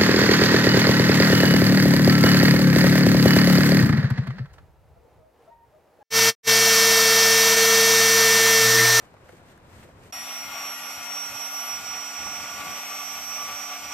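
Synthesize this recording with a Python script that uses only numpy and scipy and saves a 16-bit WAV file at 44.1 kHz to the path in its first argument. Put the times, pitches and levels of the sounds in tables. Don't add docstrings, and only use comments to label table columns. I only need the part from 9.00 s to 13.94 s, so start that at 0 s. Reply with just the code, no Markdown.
import sys
import numpy as np
from scipy import signal
from scipy.fft import rfft, irfft
from scipy.io import wavfile

SR = 44100
rng = np.random.default_rng(int(sys.argv[2]) if len(sys.argv) > 2 else 0)


def digitize_waveform(pressure):
    field = np.atleast_2d(pressure).T
    bounded = np.clip(field, -1, 1)
    quanta = np.round(bounded * 32767).astype(np.int16)
    wavfile.write(sys.argv[1], SR, quanta)


N = 217796
T = np.arange(N) / SR
HZ = np.maximum(np.arange(N // 2 + 1) * SR / N, 1)
WALK_END_S, PUMP_ON_S = 1.113, 1.1235
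CUTOFF_HZ = 14480

# time in seconds, level in dB.
RUMBLE_LEVEL = [(0, -57.5), (.25, -59), (.45, -56), (.62, -56), (.8, -51), (1.11, -54.5)]
# frequency in Hz, density in dB per Hz.
RUMBLE_COLOUR = [(20, -36), (45, -9), (75, 4.5), (100, 2), (135, 0), (250, -7.5), (500, -48)]
FIELD_COLOUR = [(100, -5), (250, -2), (450, -1), (900, -5), (1500, -9.5), (2500, -17), (4000, -24.5),
                (9000, -35.5), (14500, -51)]
JACKET_COLOUR = [(200, 3), (800, 4.5), (1800, 6.5), (3000, 0), (5000, -4.5), (8500, -4), (10500, -13),
                 (14000, -10)]
# centre in seconds, length in seconds, level in dB.
SWISHES = [(.02, 0.092, -61.5), (0.321, 0.11, -59.5), (.5, .08, -60), (.79, 0.15, -55), (1.058, 0.098, -58)]
JACKET_REST_DB = -67
# start in seconds, level in dB, centre in Hz, t60 in seconds.
STEPS = [(0.141, -42.5, 640, 0.038), (0.167, -47.5, 1210, 0.038), (0.284, -54, 1590, 0.064),
         (0.29, -42, 490, 0.093), (0.292, -46.5, 1480, 0.031), (0.332, -45, 376, 0.077),
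         (.577, -51, 1400, .025), (0.576, -56, 8000, 0.018), (0.736, -52, 900, 0.041),
         (.828, -51.5, 1830, .07), (0.846, -46, 423, 0.13), (0.8882, -49, 550, 0.057),
         (3.261, -42, 227, 0.096), (3.266, -33.5, 750, 0.054), (3.614, -48, 197, 0.077)]

# centre in seconds, length in seconds, low wind in dB, buffet in dB (both before the lumps).
PUFFS = [(1.165, 0.26, -60, -77), (1.47, 0.091, -53.5, -70), (1.62, .1, -72, -63), (1.985, .06, -58, -64),
         (2.326, .1, -58, -71), (2.754, 0.049, -54, -76), (2.874, 0.11, -53.5, -59),
         (2.972, 0.057, -57, -68), (3.273, 0.13, -56, -51.5), (3.424, 0.071, -56, -53),
         (3.56, 0.097, -58, -56), (3.683, 0.098, -66, -49.5), (4.24, 0.22, -57, -69),
         (4.482, 0.12, -57, -58.5), (4.88, 0.066, -56, -58)]
CALM_WIND_DB, CALM_BUFFET_DB = -70.5, -68.5
# frequency in Hz, density in dB per Hz.
WIND_COLOUR = [(20, -31), (45, -8.5), (80, 2), (130, -3), (200, -9), (400, -26.5)]
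BUFFET_COLOUR = [(30, -30), (70, -6), (140, -3.5), (230, -0.5), (380, -7.5), (650, -9.5), (1200, -32)]

# frequency in Hz, left-right likeness (-1 to 1), left minus right in dB.
FIELD_STEREO = [(60, 0.9, -0.5), (284, 0.93, 0.5), (630, 0.7, 1), (1380, 0.13, 2.5), (3000, 0.44, 1),
                (4280, 0.23, -4), (8140, 0.12, 5), (13900, -0.2, 7)]
WIND_STEREO = [(60, .05, 0), (300, 0.084, 1)]
PUMP_STEREO = [(150, 0.46, .5), (700, 1, 0), (1300, 0.87, -0.5), (2370, 0.46, 1.5), (3370, 0.67, 0.5),
               (4540, -0.14, -2), (6280, -0.35, -8.5), (8200, 0.16, 12), (14100, -0.12, 1.5)]

# time in seconds, flow in dB (the hiss lies a fixed step above it).
FLOW = [(1.16, -49.5), (1.59, -49), (2.08, -49), (3.87, -47.5), (4.9, -48.5)]
HISS_OVER_FLOW_DB = 6.5
RUSH_DB, RUSH_FOLLOWS = -40.5, .7
# centre in seconds, length in seconds, lift of the rush in dB.
SURGES = [(1.338, .1, 1.5), (1.604, 0.19, 2.5), (1.852, 0.064, 1), (2.12, 0.13, 0.9), (2.415, 0.18, 1.5),
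          (2.667, .16, 1.5), (2.94, 0.11, 1.6), (3.263, 0.15, 2), (3.473, 0.051, 1), (3.66, 0.31, 2),
          (3.944, 0.19, 1), (4.468, 0.21, 2), (4.72, 0.07, 1.64)]
# frequency in Hz, density in dB per Hz.
RUSH_COLOUR = [(50, -45), (150, -22), (350, -28), (420, -12.5), (510, -15), (580, -8.5), (1000, -5.5),
               (1090, -12), (1350, -2), (1620, -10), (2100, -4.5), (3200, -5.5), (3800, -14), (5000, -20),
               (8000, -47)]
HISS_COLOUR = [(2000, -12), (3800, -5.5), (4600, -0.5), (5200, 3), (6300, 0), (6800, 3), (8100, -0.5),
               (8800, -4.5), (9600, -15), (12400, -7.5), (13400, -3.5), (14400, -6)]
# frequency in Hz, width in Hz, lift in dB.
HOUSING = [(761, 216, 7.5), (1158, 98, 10.5), (2460, 170, 5.5)]
OUTLET = [(5500, 300, 0.5), (6230, 180, 2), (8300, 240, -0.5)]

TUBE_HZ, TUBE_WIDTH_HZ = 1158.6, 15
TUBE_START_DB, TUBE_RISE_DB_PER_S, TUBE_DB_PER_SURGE_DB = -56.5, 2.5, 4.5

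START_TURNS_PER_S, TOP_TURNS_PER_S, SETTLE_S = 281.18, 293.21, 3.734
# multiple of the shaft rate, left in dB rms, right in dB rms,
# growth over the run in dB, waver in dB (only a share of it is used in common and in each channel).
MOTOR = [(.75, -63.5, -61.5, -0.5, 0.5), (1, -59, -58.5, 0.5, 0.5), (2, -62.5, -67.5, 6, -3.5),
         (2.5, -59.5, -59, 4, 5), (6.75, -59, -69, -4, 8), (7.5, -53.5, -53, 0.5, 4),
         (8, -55.5, -53.5, 4.5, 1.5), (9, -53, -52.5, -4, -0.5), (10, -58, -70, -13, 7),
         (12.5, -69, -60, -14, 5), (13.5, -63.5, -76, -7, 3.5), (15, -63, -74, -4, 1),
         (18, -73, -64, 23, 0)]
# time in seconds, level in dB rms.
HUM = [(1.12, -55), (1.3, -55), (1.56, -47), (3.6, -47), (3.95, -53), (4.94, -51)]

# time in seconds, left peak in dB, right peak in dB, lead of the left channel in radians.
WHINE = [(1.12, -36.5, -32, -0.5), (1.36, -35.5, -28, -2.5), (1.6, -32, -31.5, .5),
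         (1.85, -48.5, -27.5, 2.5), (2.12, -30, -21, -4.5), (2.36, -42, -26, -4.5),
         (2.7, -35.5, -22.5, -1.5), (3.05, -45, -29.5, -1.5), (3.35, -40, -28.5, -3), (3.6, -50, -33.5, 0),
         (3.92, -34, -31.5, -5), (4.32, -40, -27.5, -2.5), (4.48, -36.5, -27, -2.5),
         (4.62, -40, -29.5, -5.5), (4.94, -41.5, -34, 1)]
# centre in seconds, length in seconds, left dip in dB, right dip in dB.
FADES = [(1.26, 0.061, 1, 12), (1.498, 0.062, 6, 26), (1.795, 0.039, 0, 11), (1.994, 0.15, -0.5, 13),
         (2.08, 0.063, -2, 20), (2.32, 0.042, 1, 15), (2.515, 0.043, -5, 11.5), (2.659, 0.043, 1, 13.5),
         (2.82, 0.041, 12, 21), (3.128, 0.019, -4, 11), (3.45, 0.071, 10, 3), (3.643, 0.04, 0, 14),
         (3.883, 0.071, -0.5, 6), (4.103, 0.071, 13, -1.5), (4.2, 0.073, -1, 6.5), (4.494, 0.056, 0, 12),
         (4.81, 0.044, 8, 12)]
# time in seconds, left peak in dB, right peak in dB.
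OCTAVE = [(1.12, -38.5, -63), (1.5, -47.5, -57), (1.74, -38, -52), (2.15, -45, -45), (2.66, -35.5, -42),
          (2.82, -48, -55), (3.1, -45.5, -52.5), (3.85, -39.5, -56), (4.65, -43, -51), (4.94, -58, -54)]
WHISTLE = [(1.12, -46, -59), (1.56, -43.5, -55), (2.2, -50, -59), (2.76, -44, -57), (3.2, -59.5, -71),
           (3.55, -52, -59), (4.08, -47, -45.5), (4.94, -60, -45.5)]


def from_db(db):
    return 10 ** (np.asarray(db) / 20)


def rms_one(x):
    return x / np.sqrt(np.mean(x ** 2))


def in_time(rows):
    s, *columns = np.transpose(rows)
    return np.array([np.interp(T, s, column) for column in columns])


def in_frequency(rows):
    hz, *columns = np.transpose(rows)
    return np.array([np.interp(np.log(HZ), np.log(hz), column) for column in columns])


def swell(s, length_s):
    return .5 ** ((2 * (T - s) / length_s) ** 2)


def notch(s, length_s):
    return .5 ** (2 * np.abs(T - s) / length_s)


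def drift(rate_hz):
    spectrum = rfft(rng.standard_normal(N))
    return rms_one(irfft(spectrum / (1 + (HZ / rate_hz) ** 2) ** 2, N))


def resonate(x, hz, width_hz):
    r = np.exp(-np.pi * width_hz / SR)
    zeros = np.array([1, 0, -1]) * (1 - r * r) / 2
    poles = [1, -2 * r * np.cos(2 * np.pi * hz / SR), r * r]
    return signal.lfilter(zeros, poles, x)


def resonate_twice(x, hz, width_hz):
    return rms_one(resonate(resonate(x, hz, width_hz), hz, width_hz))


def noise(colour, stereo, resonances=(), lead_s=0):
    colour_db = in_frequency(colour)[0]
    for hz, width_hz, lift_db in resonances:
        colour_db = colour_db + lift_db / (1 + (2 * (HZ - hz) / width_hz) ** 2)
    alike, pan_db = in_frequency(stereo)
    alike = np.clip(alike, -1, 1)
    mid, side = rfft(rng.standard_normal((2, N)))
    sides = np.array([[1], [-1]])
    pair = np.sqrt(1 + alike) * mid + sides * np.sqrt(1 - alike) * side
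    pair = pair * np.exp(1j * np.pi * HZ * lead_s * sides)
    return rms_one(irfft(pair * from_db(colour_db + sides * pan_db / 2), N))


def walk():
    lead_s = .0001
    rubbing = from_db(JACKET_REST_DB)
    for s, length_s, level_db in SWISHES:
        rubbing = rubbing + from_db(level_db) * swell(s, length_s)
    rumble = from_db(in_time(RUMBLE_LEVEL)) * noise(RUMBLE_COLOUR, FIELD_STEREO, lead_s=lead_s)
    field = from_db(-54.0 + 0.88 * drift(28)) * noise(FIELD_COLOUR, FIELD_STEREO, lead_s=lead_s)
    jacket = rubbing * from_db(1.2 * drift(90)) * noise(JACKET_COLOUR, FIELD_STEREO, lead_s=lead_s)
    return rumble + field + jacket


def breeze(lumpy_db):
    levels = from_db([[CALM_WIND_DB], [CALM_BUFFET_DB]])
    for s, length_s, *levels_db in PUFFS:
        levels = levels + np.outer(from_db(levels_db), swell(s, length_s))
    wind, buffet = levels
    lumps = from_db(lumpy_db * np.array([drift(41), drift(18)]))
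    return lumps * (wind * noise(WIND_COLOUR, WIND_STEREO) + buffet * noise(BUFFET_COLOUR, WIND_STEREO))


def steps(width_share, apart, onset_db):
    out = np.zeros((2, N))
    for s, level_db, hz, t60 in STEPS:
        grit = rng.standard_normal(N) + apart * rng.standard_normal((2, N))
        crunch = resonate_twice(grit, hz, width_share * hz)
        age = np.maximum(T - s, 0)
        envelope_db = level_db - 60 * age / t60 + onset_db * np.exp(-age / 0.0055)
        out += crunch * (T >= s) * from_db(envelope_db)
    return out


def surge_db():
    return sum(lift_db * swell(s, length_s) for s, length_s, lift_db in SURGES)


def air(angle, chop):
    flow_db, = in_time(FLOW)
    rush_db = RUSH_DB + RUSH_FOLLOWS * (flow_db - flow_db.mean()) + surge_db()
    rush_gain = from_db(rush_db + 0.89 * drift(34))
    rush = rush_gain * noise(RUSH_COLOUR, PUMP_STEREO, HOUSING, lead_s=.00003)
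    hiss_gain = from_db(flow_db + HISS_OVER_FLOW_DB + 0.7 * drift(40))
    hiss = hiss_gain * noise(HISS_COLOUR, PUMP_STEREO, OUTLET)
    pulsing = 1 + chop * (np.cos(angle) + np.cos(angle / 2) + np.cos(2 * angle))
    return pulsing * (rush + hiss)


def tube(angle, turbulence):
    fourth = np.sqrt(2) * np.sin(4 * angle)
    ringing = resonate_twice(rng.standard_normal(N), TUBE_HZ, TUBE_WIDTH_HZ)
    filling_db = TUBE_RISE_DB_PER_S * (T - PUMP_ON_S)
    level_db = TUBE_START_DB + filling_db + TUBE_DB_PER_SURGE_DB * surge_db()
    return from_db(level_db + [[-.4], [.4]]) * rms_one(fourth + turbulence * ringing)


def shaft_speed():
    running_s = np.maximum(T - PUMP_ON_S, 0)
    return TOP_TURNS_PER_S - (TOP_TURNS_PER_S - START_TURNS_PER_S) * np.exp(-running_s / SETTLE_S)


def shaft_angle(wobble):
    return 2 * np.pi * np.cumsum(shaft_speed() * (1 + wobble * drift(23.4))) / SR


def motor(angle, path_spread):
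    hum_db = in_time(HUM)[0] + [[.7], [-.7]] + .8 * drift(15)
    out = from_db(hum_db) * np.sin(5 * angle + [[.3], [0]])
    speed = shaft_speed()
    load = (speed - speed.mean()) / np.ptp(speed)
    for multiple, left_db, right_db, growth_db, waver_db in MOTOR:
        multiple = np.round(multiple * 4) / 4
        shared_db = growth_db * load + 0.61 * waver_db * drift(9.7)
        start = rng.uniform(0, 2 * np.pi)
        for channel, level_db in enumerate((left_db, right_db)):
            path = path_spread * multiple * drift(2.6)
            gain = from_db(level_db + shared_db + .5 * waver_db * drift(17.0))
            out[channel] += gain * np.sin(multiple * angle + start + path)
    return np.sqrt(2) * out


def blade_tone(angle, levels_db, lead, flutter):
    shimmer = 1 + flutter * np.array([drift(48), drift(50)])
    return from_db(levels_db) * shimmer * np.sin(angle + lead * np.array([[1], [0]]))


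def whine(angle):
    *levels_db, lead = in_time(WHINE)
    fade_db = sum(np.outer(dips_db, notch(s, length_s)) for s, length_s, *dips_db in FADES)
    blades = blade_tone(20 * angle, levels_db - fade_db, lead + 0.18 * drift(15), flutter=0.094)
    octave = blade_tone(40 * angle, in_time(OCTAVE), 1.6 + 0.67 * drift(0.59), flutter=0.14)
    whistle = blade_tone(45 * angle, in_time(WHISTLE), 1.3 + 0.65 * drift(3.1), flutter=0.087)
    return blades + octave + whistle


def scene():
    walking = np.interp(T, [WALK_END_S - .002, WALK_END_S + .002], [1, .2]) * (T < PUMP_ON_S)
    pumping = np.clip((T - PUMP_ON_S) / .002, 0, 1)
    footfalls = steps(width_share=0.6, apart=0.65, onset_db=-1.0)
    angle = shaft_angle(wobble=.00007)
    pump = air(angle, chop=0.034) + tube(angle, turbulence=0.76)
    pump = pump + motor(angle, path_spread=0.057) + whine(angle)
    return walking * walk() + footfalls + pumping * (breeze(lumpy_db=3.0) + pump)


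def record(dry):
    return signal.sosfilt(signal.ellip(12, .1, 80, CUTOFF_HZ, fs=SR, output="sos"), dry)


dry = scene()
out = record(dry)
digitize_waveform(out)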